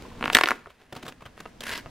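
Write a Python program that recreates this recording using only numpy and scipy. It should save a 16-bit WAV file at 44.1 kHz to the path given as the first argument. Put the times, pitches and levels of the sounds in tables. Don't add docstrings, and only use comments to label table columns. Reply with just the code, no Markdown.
import sys
import numpy as np
from scipy import signal
from scipy.fft import rfft, irfft
from scipy.io import wavfile
from scipy.ndimage import uniform_filter1d

SR = 44100
rng = np.random.default_rng(int(sys.argv[2]) if len(sys.argv) > 2 else 0)


def store_pcm(level_fs):
    pcm = np.round(np.clip(level_fs, -1, 1) * 32767).astype(np.int16)
    wavfile.write(sys.argv[1], SR, np.atleast_2d(pcm).T)


N = 83790
T = np.arange(N) / SR


def amp(db):
    return 10 ** (np.asarray(db) / 20)


def unit(x):
    return x / np.sqrt(np.mean(x ** 2) + 1e-20)


def read(points, hz):
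    f, value = np.transpose(points)
    return np.interp(np.log(hz + 1), np.log(f + 1), value)


def level(points):
    return amp(np.interp(T, *np.transpose(points)))


def add(mix, s, sound):
    part = mix[round(s * SR):][:len(sound)]
    part += sound[:len(part)]


def colour(x, points, even=False, size=4096):
    log_gain = np.log(amp(read(points, abs(np.fft.fftfreq(size, 1 / SR)))))
    minimum_phase = np.exp(np.conj(signal.hilbert(log_gain)))
    taps = np.fft.ifft(minimum_phase).real[:size // 2]
    if even:
        taps = taps / np.linalg.norm(taps)
    return signal.fftconvolve(x, taps)[:len(x)]


def resonances(x, modes):
    out = np.zeros(len(x))
    for hz, db, t60 in modes:
        pole = amp(-60 / (t60 * SR))
        spin = np.exp(2j * np.pi * hz / SR)
        ringing = signal.lfilter([1 - pole], [1, -pole * spin], x + 1e-18)
        out += 2 * amp(db) * ringing.real
    return out


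def grains(per_s, spread_db, smooth_share):
    sizes = amp(spread_db * np.minimum(rng.exponential(1, N), 3))
    clicks = sizes * rng.choice([-1, 1], N) * (rng.random(N) < per_s / SR)
    return unit(unit(clicks) + smooth_share * rng.standard_normal(N))


def drone(curve, spectrum):
    return level(curve) * unit(colour(rng.standard_normal(N), spectrum))


# (time [s], level [dB])
DRAG_LEVEL = [(0, -61.5), (.06, -47), (.12, -57), (.18, -46), (.25, -39), (.35, -50), (.42, -58.5),
              (.55, -93)]
# (frequency [Hz], gain [dB])
DRAG_COLOUR = [(20, 1.5), (75, -4.5), (120, -6.5), (400, -5), (485, 2.5), (560, -22), (1050, -13.5),
               (2500, -54)]


def dragging():
    return drone(DRAG_LEVEL, DRAG_COLOUR)


# (time [s], level [dB])
AIR_LEVEL = [(0, 14), (.55, 3), (.76, -5.5), (1.0, 0.5), (1.9, 10.5)]
# (frequency [Hz], gain [dB])
AIR_COLOUR = [(50, 0), (160, -4), (240, -1), (350, -12), (650, -13), (1200, -19), (2500, -23),
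              (6000, -30.5), (16000, -48)]
AIR_DB = -58.5


def air():
    return amp(AIR_DB) * drone(AIR_LEVEL, AIR_COLOUR)


# (time [s], level [dB], decay [s], low flap re level [dB], crisp top re level [dB]), before the colours
CRINKLES = [(0.022, -43.5, 0.002, 8, -1.5), (0.273, -37.5, 0.001, -5, 2.5),
            (0.2548, -36.5, 0.00095, -22, 4), (.326, -26.5, 0.007, -30, 1), (.669, -50, 0.003, 11, -36),
            (0.697, -46.5, 0.0088, -28, -12), (0.923, -38.5, 0.0058, 8, -4.5),
            (0.948, -45, 0.0084, -18, -4), (0.961, -42.5, 0.0074, 11.5, -0.5),
            (1.025, -42, 0.0071, 5.5, -2), (1.051, -43.5, 0.0067, 5, -6), (1.063, -41, 0.0051, -15, -7),
            (1.077, -36, 0.0098, -1, -4.5), (1.121, -42, 0.0038, -10, -20), (1.206, -45, 0.0034, -8, -18.5),
            (1.218, -45, 0.0072, 2, -13), (1.252, -40, 0.011, -16, -14.5), (1.402, -36.5, 0.0034, -1, -6),
            (1.605, -35.5, 0.0041, -5.5, 2.5), (1.617, -41, 0.0053, -3, -12), (1.7762, -34, 0.0026, 4.5, 4)]
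# (frequency [Hz], gain [dB])
CRINKLE_BODY = [(60, -17.5), (300, -14.5), (650, 0.5), (850, -7.5), (1200, 1), (2000, -6), (3200, -7),
                (5000, -22), (16000, -40)]
CRINKLE_FLAP = [(40, -14), (140, 3.5), (600, -0.5), (1000, -10.5), (16000, -62)]
CRINKLE_TOP = [(100, -43), (1500, -2.5), (3400, 4.5), (4500, -0.5), (11000, -14), (16000, -15.5)]
CRINKLE_GRAINS_PER_S, CRINKLE_SPREAD_DB, CRINKLE_SMOOTH_SHARE = 1800, 1.5, 0.17
RISE_SHARE, FLAP_SLOWER = 0.64, 1.67


def crinkling():
    t = np.arange(SR // 8) / SR
    body, flap, top = np.zeros((3, N))
    for s, db, decay, flap_db, top_db in CRINKLES:
        onset = amp(db) * np.minimum(t / decay / RISE_SHARE, 1)
        age = np.maximum(t / decay - RISE_SHARE, 0)
        add(body, s, onset * np.exp(-age))
        add(flap, s, amp(flap_db) * onset * np.exp(-age / FLAP_SLOWER))
        add(top, s, amp(top_db) * onset * np.exp(-age))
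    clicks = grains(CRINKLE_GRAINS_PER_S, CRINKLE_SPREAD_DB, CRINKLE_SMOOTH_SHARE)
    crackle = colour(body * clicks, CRINKLE_BODY, True) + colour(top * clicks, CRINKLE_TOP, True)
    flutter = unit(colour(rng.standard_normal(N), CRINKLE_FLAP))
    return crackle + amp(-3.5) * flap * flutter


# (time [s], level [dB]), before the swell
CREAKS = [(.051, -40), (0.115, -42.5), (0.15, -47)]
CREAK_HZ, CREAK_S = 1020, 0.0024


def creaking():
    t, out = np.arange(SR // 10) / SR, np.zeros(N)
    for s, db in CREAKS:
        swell = t / CREAK_S * np.exp(1 - t / CREAK_S)
        add(out, s, amp(db) * swell * np.sin(2 * np.pi * CREAK_HZ * t))
    return out


GRAINS_PER_S, GRAIN_SPREAD_DB, SMOOTH_SHARE = 3500, 3, 0.4
CLUMP_DB, CLUMP_S = 3, 0.0026


def rubbing(gain, spectrum):
    knots = np.arange(0, T[-1] + .1, CLUMP_S)
    drive = grains(GRAINS_PER_S, GRAIN_SPREAD_DB, SMOOTH_SHARE)
    clumps = np.interp(T, knots, np.clip(rng.standard_normal(len(knots)), -2, 2))
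    return colour(unit(drive * amp(CLUMP_DB * clumps)) * gain, spectrum, True)


# (time [s], level [dB])
FIBRES = [(.17, -55), (.22, -48), (.345, -38.5), (.365, -26), (.39, -48), (.50, -36), (.58, -54),
          (.77, -71), (.825, -57), (.87, -74), (.97, -52), (1.10, -57), (1.16, -78)]
# (frequency [Hz], gain [dB])
FIBRE_COLOUR = [(60, -19), (400, 7.5), (1700, 1), (3000, -2.5), (5500, -12), (16000, -26.5)]


def parting():
    return rubbing(level(FIBRES), FIBRE_COLOUR)


BEND_S, BEND_HZ = 0.000793, 2000


def bending(x):
    hz = np.fft.rfftfreq(N, 1 / SR)
    turns = BEND_S * (2 * np.sqrt(hz * BEND_HZ) - hz)
    return irfft(rfft(x) * np.exp(-2j * np.pi * turns), N)


# (time [s], level [dB], pitch of the sheet [Hz], ring t60 [s],
# upper edge of the pop [Hz], crack re the pop [dB]), before the colours
SNAPS = [(0.2101, -20, 1190, 0.0028, 3200, -21), (0.2268, -10.5, 1330, 0.0028, 3140, -27.5),
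         (0.241, -5.5, 1400, 0.00086, 3140, -29.5), (0.258, -8, 1380, 0.0029, 3170, -28),
         (0.279, -10, 1340, 0.0026, 3180, -24.5), (0.3008, -6.5, 1392, 0.0028, 3600, -26.5),
         (0.3475, -13, 2880, 0.002, 3994, -1), (0.3498, 3, 3410, 0.0037, 6000, -4),
         (0.3503, 7.5, 1820, 0.0041, 4250, -18), (0.3554, -1, 1620, 0.0046, 3250, -14),
         (0.3694, 1.5, 1450, 0.003, 4280, -13.5), (0.387, -2.5, 1300, 0.0041, 4300, -14),
         (0.4111, -3, 1051, 0.0034, 4130, -18.5), (.4130, -7, 1460, 0.002, 4020, -21.5),
         (0.4363, -1, 1420, 0.0024, 5070, -19), (0.439, 0, 1490, 0.0012, 4440, -24.5),
         (0.4587, -4, 2510, 0.00072, 5300, -29), (0.473, -13, 1250, .005, 4430, -21),
         (0.4769, -15, 1350, 0.006, 3600, -9.5), (0.487, -9.5, 1430, 0.011, 2890, -10),
         (0.5075, -3, 1470, 0.0021, 2500, -20), (0.516, -5.5, 1260, 0.0049, 2160, -28),
         (0.6592, -30, 1295, 0.0068, 2340, -39)]
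# (frequency [Hz], gain [dB])
POP_COLOUR = [(40, -11), (200, -2), (500, 5.5), (1200, 0), (2700, 4.5), (5000, 0.5), (16000, -17)]
CRACK_COLOUR = [(100, -22), (1500, -9.5), (4000, 6), (6000, -1.5), (9000, -5.5), (13000, -10), (16000, -16)]
SHIVER_COLOUR = [(60, -7.5), (230, 10.5), (450, 9.5), (900, 5), (1700, 2), (3000, -0.5), (6000, 4.5),
                 (16000, 0.5)]
CRACK_S = 0.0011
RIP_S = .34
CASE_ECHO_S, CASE_ECHO_SHARE = .00053, 0.29
SHIVER_DB, SHIVER_T60 = -12.5, 0.022


def tearing():
    t = np.arange(SR // 10) / SR
    pops, cracks = np.zeros((2, N))
    for s, db, hz, t60, edge_hz, crack_db in SNAPS:
        pop = amp(db - 60 * t / t60) * np.cos(2 * np.pi * hz * t)
        pop = signal.sosfilt(signal.butter(4, edge_hz, fs=SR, output="sos"), pop)
        add(pops, s, pop)
        if s < RIP_S:
            add(pops, s + CASE_ECHO_S, -CASE_ECHO_SHARE * pop)
        burst = 2 * t / CRACK_S * np.exp(.5 - 2 * t / CRACK_S)
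        add(cracks, s, amp(db + crack_db) * burst * rng.standard_normal(len(t)))
    snaps = bending(colour(pops, POP_COLOUR) + colour(cracks, CRACK_COLOUR, True))
    ring = rng.standard_normal(len(t)) * amp(-60 * t / SHIVER_T60) * np.minimum(t / 0.0035, 1)
    shiver = signal.fftconvolve(snaps, ring / np.linalg.norm(ring))[:N]
    return snaps + amp(SHIVER_DB) * colour(shiver, SHIVER_COLOUR)


# (time [s], level [dB])
TUGS = [(0.21, -26.5), (0.242, -24.5), (0.279, -25.5), (0.3508, -19.5), (0.509, -32), (1.036, -32)]
BOOM_HZ, BOOM_T60 = 236, 0.052


def booming():
    t, out = np.arange(SR // 8) / SR, np.zeros(N)
    for s, db in TUGS:
        add(out, s, amp(db - 60 * t / BOOM_T60) * np.sin(2 * np.pi * BOOM_HZ * t))
    return out


# (time [s], push level before the low cut [dB], contact time [s], level of the thud [dB])
TAPS = [(0.3508, -16.5, 0.001, -26.5), (0.673, -36, 0.00035, -50), (0.9253, -29.5, 0.00026, -41),
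        (0.9303, -38, 0.00028, -51), (0.9642, -28, 0.00013, -53), (1.259, -44, .0004, -40.5),
        (1.378, -30.5, 0.00012, -50), (1.407, -25.5, 0.000051, -52), (1.4558, -28.5, 0.00015, -41.5),
        (1.4598, -24.5, 0.00018, -44), (1.8603, -26.5, 0.00016, -34), (1.866, -31, 0.00023, -49)]
# (frequency [Hz], gain at the peak [dB], t60 [s])
CASE = [(440, -0.5, 0.053), (652, 6, 0.067), (965, 1, 0.066), (1264, 7, 0.036), (2745, 10, 0.044)]
THUD_HZ, THUD_T60, TAP_LOW_HZ = 111, 0.056, 220.3


def tapping():
    t = np.arange(SR // 10) / SR
    pushes, thuds = np.zeros((2, N))
    for s, db, contact, thud_db in TAPS:
        add(pushes, s, amp(db) * (t / contact * np.exp(1 - t / contact)) ** 2)
        add(thuds, s, amp(thud_db - 60 * t / THUD_T60) * np.sin(2 * np.pi * THUD_HZ * t))
    pushes = signal.sosfilt(signal.butter(2, TAP_LOW_HZ, "highpass", fs=SR, output="sos"), pushes)
    return pushes + resonances(pushes, CASE) + thuds


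# (time [s], level [dB])
SLIDE = [(1.36, -66.5), (1.395, -51.5), (1.415, -63.5), (1.47, -56), (1.60, -87), (1.635, -47.5),
         (1.685, -37), (1.757, -38), (1.79, -42.5), (1.83, -65)]
# (frequency [Hz], gain [dB])
SLIDE_COLOUR = [(50, -8.5), (400, -7), (600, -1.5), (800, -13), (970, 1), (1250, -9.5), (1600, 4.5),
                (2050, 0.5), (2330, -3.5), (2620, -1.5), (3600, -7.5), (7500, -18), (14000, -23.5),
                (16000, -31.5)]
# (time [s], level [dB])
CATCHES = [(1.638, -28), (1.669, -31.5), (1.681, -30), (1.695, -30.5), (1.706, -31.5), (1.722, -32.5),
           (1.737, -31.5), (1.757, -36.5)]
# (frequency [Hz], gain at the peak [dB], t60 [s])
FLAT_HISS = [(10000, 1.6, 0.0036)]
BOWED_RASP = [(4700, 0.81, 0.0025)]
CATCH_S = .002
BOW_AT_S, BOW_S = 1.712, 0.009


def sliding():
    catches = sum(amp(db) * np.exp(-abs(T - s) / CATCH_S) for s, db in CATCHES)
    rub = rubbing(level(SLIDE) + catches, SLIDE_COLOUR)
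    bowed = .5 + .5 * np.tanh((T - BOW_AT_S) / BOW_S)
    return rub + resonances(rub * (1 - bowed), FLAT_HISS) + resonances(rub * bowed, BOWED_RASP)


# (frequency [Hz], gain at the peak [dB])
HOLLOW = [(732, -2.5), (927, -8.5), (1092, -6.5), (1440, -10), (1498, -9.5), (1636, -9.5), (1788, -11),
          (2022, -2.5), (2185, -5), (2604, -3)]
HOLLOW_T60 = .16


def hollow(x):
    return resonances(x, [(hz, db, HOLLOW_T60) for hz, db in HOLLOW])


# (frequency [Hz], t60 [s])
ROOM_T60 = [(100, 0.32), (2300, 0.4), (16000, 0.17)]
# (frequency [Hz], gain [dB])
ROOM_COLOUR = [(50, -4), (220, 7), (800, -8.5), (2200, -5.5), (3000, -10), (16000, 5.5)]
ROOM_DB, ROOM_DELAY_S = -15.5, 0.0014


def room(x):
    hz, t, z = signal.stft(rng.standard_normal(SR * 3 // 4), SR, nperseg=256)
    tail = signal.istft(z * amp(-60 * t / read(ROOM_T60, hz)[:, None]), SR)[1]
    tail = tail * np.clip(np.arange(len(tail)) / SR / ROOM_DELAY_S - 1, 0, 1)
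    wet = signal.fftconvolve(x, tail / np.linalg.norm(tail))[:N]
    return amp(ROOM_DB) * colour(wet, ROOM_COLOUR)


# (frequency [Hz], gain of the side [dB])
WIDTH = [(40, -22.5), (130, -19.5), (260, -10), (600, -1.5), (1600, -8.5), (5000, -4), (13000, 3)]
PORT_HZ = 13000
WANDER_S = 0.0074


def scene():
    paper = creaking() + tearing() + booming() + crinkling() + tapping() + sliding() + parting()
    mid = paper + hollow(paper) + room(paper) + dragging() + air()
    hz = np.fft.rfftfreq(N, 1 / SR)
    bearing = np.sign(uniform_filter1d(rng.standard_normal(N), round(WANDER_S * SR)))
    out_of_step = irfft(rfft(paper) * 1j * hz / np.hypot(hz, PORT_HZ), N)
    direct = out_of_step * unit(uniform_filter1d(bearing, size=32))
    diffuse = room(paper) + air()
    side = direct + irfft(rfft(diffuse) * amp(read(WIDTH, hz)), N)
    return np.array([mid + side, mid - side])


OVERLOAD = 0.78
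EDGE_HZ = 15900


def record(dry):
    clipped = np.clip(dry, -OVERLOAD, OVERLOAD)
    low_pass = signal.firwin(511, EDGE_HZ, window=("kaiser", 9), fs=SR)
    return signal.oaconvolve(clipped, low_pass[None], "same")


dry = scene()
out = record(dry)
store_pcm(out)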